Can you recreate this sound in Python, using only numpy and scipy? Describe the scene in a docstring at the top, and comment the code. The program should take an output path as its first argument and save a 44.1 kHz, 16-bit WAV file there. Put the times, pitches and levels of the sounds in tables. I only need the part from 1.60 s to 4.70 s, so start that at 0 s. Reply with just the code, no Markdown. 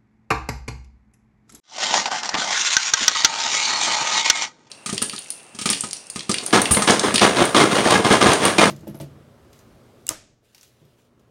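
"""A clockwork toy is gripped close to a microphone. Its works and underside make a dense, uneven rattle that
rings the hollow shell, with light knocks and soft bumps on a cloth. Near 0.9 s it is lifted and turned round:
the shell rings differently, and loose parts clack hard enough to overload the microphone. From 1.5 s it is
pushed across the cloth with yet another ring, a steady gear hum, thin squeals of rubbing parts and two more
clacks. The rattle dies away near 2.9 s, leaving a last faint knock and the hush of the room."""
import sys
import numpy as np
from scipy import signal
from scipy.fft import rfft, irfft
from scipy.io import wavfile

SR = 44100
rng = np.random.default_rng(int(sys.argv[2]) if len(sys.argv) > 2 else 0)


def transcribe(u):
    """Save the signal u as a 16-bit wav file named by the first command-line argument.

    u: samples, shape (n,) or (channels, n), limited to [-1, 1]; the rate is SR.
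    q: integer samples, one column per channel.
    """
    v = np.clip(np.atleast_2d(u).T, -1, 1)
    q = np.round(v * 32767).astype(np.int16)
    wavfile.write(sys.argv[1], SR, q)


N = 136710
T, HZ = np.arange(N) / SR, np.fft.rfftfreq(N, 1 / SR)


def rattle():
    """Ticking and rubbing ring the hollow shell, which favours different pitches in each hold."""
    # strength of the rattle in each hold (time [s], treble level [dB], midrange level [dB])
    gripped = [(0.04, -69, -77), (0.14, -41.5, -48), (0.24, -21.0, -29), (0.28, -26.5, -32),
               (0.38, -19.5, -23), (0.44, -32, -40), (0.48, -31, -28), (0.5, -41.5, -42),
               (0.52, -28, -26.5), (0.6, -27.5, -35.5), (0.62, -40.5, -36.5), (0.66, -27, -32.5),
               (0.68, -34, -41), (0.72, -39, -37.5), (0.76, -40, -27), (0.78, -23, -29)]
    lifted = [(0.9, -29, -35), (0.92, -25.5, -32.5), (0.979, -22, -31), (1.0, -16, -29.7),
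              (1.04, -26.5, -36), (1.059, -18, -37), (1.1, -22.5, -34), (1.14, -18.5, -33.5),
              (1.162, -27.5, -40), (1.28, -23.5, -35), (1.32, -33.5, -43.5), (1.34, -29, -37),
              (1.44, -20, -31), (1.46, -27, -34)]
    rolling = [(1.52, -31, -33), (1.54, -28, -41), (1.56, -22, -25.8), (1.579, -23.3, -40),
               (1.621, -23.5, -34), (1.68, -31.5, -33.5), (1.839, -22.7, -32), (1.86, -24.5, -28),
               (1.92, -23.5, -34), (1.938, -20, -21), (1.958, -20, -30.5), (2.06, -23.5, -32.5),
               (2.12, -24, -25.5), (2.201, -24.5, -29), (2.26, -18.5, -28.5), (2.28, -23.5, -23),
               (2.34, -19.5, -27.5), (2.36, -26.5, -29), (2.4, -23, -29.5), (2.42, -23, -25.5),
               (2.44, -25.5, -29), (2.56, -21.5, -27.5), (2.579, -17, -25.9), (2.642, -30, -39),
               (2.658, -17.5, -26), (2.718, -34, -37.8), (2.778, -23, -33.5), (2.799, -31, -38.5),
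               (2.822, -21.5, -34), (2.838, -22, -31), (2.902, -52.5, -56), (2.936, -62.5, -65)]
    # broad tone colour in each hold (frequency [Hz], level [dB])
    gripped_colour = [(60, -29.5), (200, -10.5), (430, -12), (750, -1.5), (1100, -4), (1700, -5),
                      (2400, -5.5), (3100, -1.5), (4400, -2.5), (7500, -9)]
    lifted_colour = [(60, -31.5), (210, -21), (420, -12), (800, -5), (1500, 1.5), (2600, 2.5), (3600, 2.5),
                     (4200, -0.5), (6000, 2), (7500, -4.5)]
    rolling_colour = [(60, -25.5), (190, -11.5), (500, -9), (850, 0), (1650, -5), (2200, -3), (3400, 0),
                      (5100, -1), (6500, 0.5), (7500, -5)]
    # pitches at which the shell rings in each hold (frequency [Hz], width [Hz], boost [dB])
    gripped_shell = [(215, 60, 3), (734, 69, 4), (893, 70, 7), (1210, 39, 6), (1508, 40, 9),
                     (1890, 140, 6.5), (2096, 32, 10.5), (5760, 820, 6), (6740, 180, 8)]
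    lifted_shell = [(903, 69, 6.2), (1072, 60, 9.9), (1450, 130, 6.9), (2080, 37, 3), (3600, 110, 2),
                    (5800, 110, 1.4), (6830, 310, 6)]
    rolling_shell = [(856, 36, 7), (913.5, 26.5, 11), (1250, 78, 9), (1540, 98, 5), (1926, 86, 10),
                     (2200, 64, 7.5), (2389, 57, 9.5), (2970, 170, 3.5), (3330, 45, 2), (3780, 110, 7),
                     (4247, 110, 6), (4540, 140, 3), (5770, 83, 3)]
    lift_s, land_s, change_s, split_hz = 0.933, 1.5, 0.055, 1830

    drive = shifting_contacts(ticks() + 0.49 * rng.standard_normal(N))  # the noise is the rubbing
    flutter_db = 1.5 * noise(HZ / (HZ + 15) / (1 + (HZ / 71.4) ** 2))  # the level flickers quickly
    when, treble_db, mid_db = np.vstack(gripped + lifted + rolling).T
    treble = drive * amp(np.interp(T, when, treble_db) + flutter_db - 0.5)
    mid = drive * amp(np.interp(T, when, mid_db) + 0.9 * flutter_db - 0.5)
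    low_pass = 1 / (1 + (HZ / split_hz) ** 8)
    bands = [(mid, low_pass, (HZ > 600) & (HZ < 1400)), (treble, 1 - low_pass, (HZ > 1500) & (HZ < 7500))]

    # each hold fades into the next
    up, down = (np.clip((T - s) / change_s + .5, 0, 1) for s in (lift_s, land_s))
    holds = [(1 - up, gripped_colour, gripped_shell),
             (up * (1 - down), lifted_colour, lifted_shell),
             (down, rolling_colour, rolling_shell)]
    out = np.zeros(N)
    for share, broad, shell in holds:
        ring_db = sum(db / (1 + (2 * (HZ - hz) / width) ** 2) for hz, width, db in shell)
        gain = colour(broad) * amp(ring_db)
        force = 0
        for x, passed, band in bands:
            band_gain = np.sqrt(np.mean(gain ** 2 * band))  # divided out so the band keeps its level
            force += rfft(x * np.sqrt(share)) * passed / band_gain
        out += shaped(irfft(force, N), gain)
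    return out


def ticks(per_second=2200, spread_db=2.5, smear_s=0.00056):
    """Tiny ticks come at random; each spreads for a moment as it travels through the shell."""
    sizes = amp(spread_db * np.minimum(rng.exponential(1, N), 4)) * rng.choice([-1, 1], N)
    hits = sizes * (rng.random(N) < per_second / SR)
    smear = rfft(rng.standard_normal(N) * np.exp(-np.minimum(T / smear_s, 50)))
    return unit(irfft(rfft(hits) * smear / (abs(smear) + 1e-12), N))


def shifting_contacts(x, depth_db=2.12, patch_s=0.073, patch_hz=310):
    """Contact points keep shifting, so patches of the tone colour swell and fade."""
    grid = signal.stft(x, nperseg=512, noverlap=384)[2]  # the sound laid out by frequency and time
    hz, seconds = np.arange(-20, 21) * SR / 512, np.arange(-60, 61) * 128 / SR
    blur = np.outer(np.exp(-(2 * hz / patch_hz) ** 2), np.exp(-(2 * seconds / patch_s) ** 2))
    patches = unit(signal.fftconvolve(rng.standard_normal(grid.shape), blur, "same"))
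    return unit(signal.istft(grid * amp(depth_db * patches), nperseg=512, noverlap=384)[1][:N])


def clacks(rise_s=0.00087, push_s=0.00078, ring_decay_s=0.053):
    """A loose part strikes: a short bright chatter, a low push and the ring of the shell."""
    # hard strikes (time [s], level [dB], chatter decay [s], ring pitch [Hz],
    # ring against the level [dB], push level [dB], boost of the shared tones [dB])
    strikes = [(1.1665, -4, .022, 1540, -3, -49, 0), (1.3363, -2.5, .024, 1588, -8, -28, 0),
               (1.4796, -1.5, 0.025, 1490, -12, -25, 1.5), (1.6463, -1.5, 0.045, 1393, -10, -12, 0),
               (2.6991, -1, 0.036, 1477, -15, -35, -4.5)]
    # tone colour of the chatter (frequency [Hz], level [dB])
    chatter_colour = [(60, -12), (400, -16), (900, -21), (1500, -0.5), (2400, -7.5), (3400, 1),
                      (5000, -3.5), (5800, 3.5), (7500, -9.5)]
    # ringing tones that all strikes share (frequency [Hz], level against the strike [dB], decay [s])
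    shared_tones = [(913, -24, 0.074), (1272, -18, 0.067), (1920, -15, 0.049), (3313, -15.5, 0.049),
                    (4370, -13.5, 0.04), (4810, -24, 0.049), (5720, 0.5, 0.02), (6270, -3, 0.024),
                    (7060, -19.5, .03)]
    out, chatter = np.zeros(N), noise(colour(chatter_colour))
    for start, db, decay, ring_hz, ring_db, push_db, boost_db in strikes:
        out += amp(db) * chatter * blow(start, rise_s, decay)
        age = np.maximum(T - start, 0) / push_s
        out += amp(push_db) * age * (2 - age) * np.exp(-age)  # one swing out and back
        tones = [(hz, level + boost_db, fade) for hz, level, fade in shared_tones]
        for hz, level, fade in tones + [(ring_hz, ring_db, ring_decay_s)]:
            out += amp(db + level) * np.sin(2 * np.pi * hz * (T - start)) * blow(start, rise_s, fade)
    return out


def knocks(rise_s=0.0005):
    """Handling gives light knocks, each a blend of a hollow body sound and a bright tick."""
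    # light knocks (time [s], level [dB], decay [s], share of hollow sound [0-1])
    taps = [(.133, -40, .06, 0), (0.3399, -6.5, 0.034, 0.57), (.457, -12, 0.033, 0.8),
            (0.632, -17, 0.032, 0.46), (.691, -13, 0.032, .25), (0.742, -14, .04, 1), (0.75, -18, .04, 0.9),
            (1.046, -18, 0.055, 0), (1.605, -15, .015, 0.4), (2.649, -22, .04, 0.2), (2.821, -17, .04, 0.2),
            (2.877, -34, .035, 0.33), (3.068, -50, .05, .5)]
    # tone colours of the hollow body and the bright tick (frequency [Hz], level [dB])
    body_colour = [(60, -26), (300, -20.5), (550, -12.5), (850, 14), (1500, -5), (2500, 2.5), (5500, -4.5),
                   (7500, -13.5)]
    tick_colour = [(60, -26), (500, -12), (1500, -7), (3000, -5.5), (5500, 4), (7500, -4)]
    body, tick = noise(colour(body_colour)), noise(colour(tick_colour))
    out = np.zeros(N)
    for start, db, decay, hollow in taps:
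        blend = np.sqrt(hollow) * body + np.sqrt(1 - hollow) * tick
        out += amp(db) * blow(start, rise_s, decay) * blend
    return out


def squeals():
    """The gears hum a steady, narrow tone, and rubbing parts sing in thin, rough tones that sag in pitch."""
    # gear hum and squeals (time [s], length [s], first pitch [Hz], last pitch [Hz], width [Hz], level [dB])
    rubs = [(1.546, 0.34, 910, 902, 32.3, -35.5), (2.011, .1, 4720, 4350, 220, -27.5),
            (2.081, 0.13, 4380, 4270, 240, -28), (2.474, .41, 2169, 2168, 96, -31.5)]
    out = np.zeros(N)
    for start, length, from_hz, to_hz, width, db in rubs:
        progress = np.clip((T - start) / length, 0, 1)
        phase = 2 * np.pi * np.cumsum(from_hz + (to_hz - from_hz) * progress) / SR
        narrow = 1 / (1 + (2 * HZ / width) ** 2)
        tone = unit(noise(narrow) * np.cos(phase) + noise(narrow) * np.sin(phase))
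        swell = np.sqrt(abs(np.sin(np.pi * progress)))
        out += amp(db) * swell * tone
    return out


def bumps(rise_s=0.0023):
    """The body bumps on the cloth, which muffles the blow so that nothing rings."""
    # soft bumps (time [s], level [dB], decay [s])
    thuds = [(.305, -41, .26), (.742, -31, .21), (.786, -36, .19), (.996, -41, .12), (1.41, -31, .11),
             (2.268, -43, .2), (2.41, -37, .15)]
    # their dull tone colour (frequency [Hz], level [dB])
    thud_colour = [(30, -20.5), (90, -13.5), (210, 0), (330, -1), (600, -22.5), (1500, -49)]
    loudness = sum(amp(db) * blow(start, rise_s, decay) for start, db, decay in thuds)
    return noise(colour(thud_colour)) * loudness


def room_echo(x, level_db=-26, decay_s=0.35):
    """The room adds a faint, short tail to every sound."""
    tail = rng.standard_normal(N) * blow(0.0014, 0.0037, decay_s)
    return amp(level_db) * signal.fftconvolve(x, tail / np.linalg.norm(tail))[:N]


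def room_air(level_db=-58, fade_in_s=0.21):
    """A low, steady hush fades in behind the toy."""
    # tone colour of the hush (frequency [Hz], level [dB])
    air_colour = [(24, -90), (40, -30.5), (146, -9.5), (209, -15), (240, -5.5), (294, -10.5), (352, -12),
                  (5720, -48), (9000, -59.5), (11700, -80), (19800, -120)]
    return amp(level_db) * noise(colour(air_colour)) * np.minimum(T / fade_in_s, 1) ** 2


def amp(db):
    """Turns decibels into a gain to multiply by."""
    return 10 ** (np.asarray(db) / 20)


def unit(x):
    """Scales a sound to an average strength (rms) of 1."""
    return x / np.sqrt(np.mean(x ** 2) + 1e-20)


def colour(points):
    """Gain at every frequency from a few (frequency [Hz], level [dB]) points."""
    hz, db = np.transpose(points)
    return amp(np.interp(np.log(HZ + 1), np.log(hz + 1), db))


def shaped(x, gain):
    """Filters with the given gain at every frequency; ringing follows a hit and never comes before it."""
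    cepstrum = irfft(np.log(np.maximum(gain, 1e-5)), N)
    cepstrum[1:N // 2] *= 2
    cepstrum[N // 2 + 1:] = 0
    return irfft(rfft(x) * np.exp(rfft(cepstrum)), N)


def noise(gain):
    """Noise of strength 1 with the given tone colour."""
    return unit(irfft(rfft(rng.standard_normal(N)) * gain, N))


def blow(start, rise, decay):
    """Loudness of a hit: a quick rise, and a fall of 60 dB in `decay` seconds."""
    age = np.maximum(T - start, 0)
    return np.minimum(age / rise, 1) * np.exp(-np.minimum(np.log(1000) * age / decay, 50))


def scene():
    """The toy in a quiet room."""
    toy = rattle() + squeals() + clacks() + knocks() + bumps()
    air = room_air()
    fade_in = np.clip((T - .03) / .01, 0, 1)
    return (toy * fade_in + room_echo(toy) + air)[None]


def record(dry, notch_hz=8006, notch_width_hz=354, soften_hz=12000, top_hz=16200):
    """The microphone dulls the high treble, cuts a narrow notch in it and overloads on the clacks."""
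    # how the microphone passes treble (frequency [Hz], level [dB])
    mic_treble = [(7000, 0.5), (7600, 3), (8500, -5), (9300, -13.5), (9900, -25.5), (10600, -55),
                  (12000, -99)]
    notch = 1 - 1.08 * np.exp(-((HZ - notch_hz) / notch_width_hz) ** 2)
    heard = shaped(dry[0], colour(mic_treble) * notch)
    overloaded = heard / (1 + abs(heard) ** 12) ** (1 / 12)  # peaks are rounded off below 1
    softened = irfft(rfft(overloaded) / np.sqrt(1 + (HZ / soften_hz) ** 8), N)
    top_cut = signal.firwin(255, top_hz, window=("kaiser", 8), fs=SR)
    return signal.oaconvolve(softened, top_cut, "same")[None]


dry = scene()
out = record(dry)
transcribe(out)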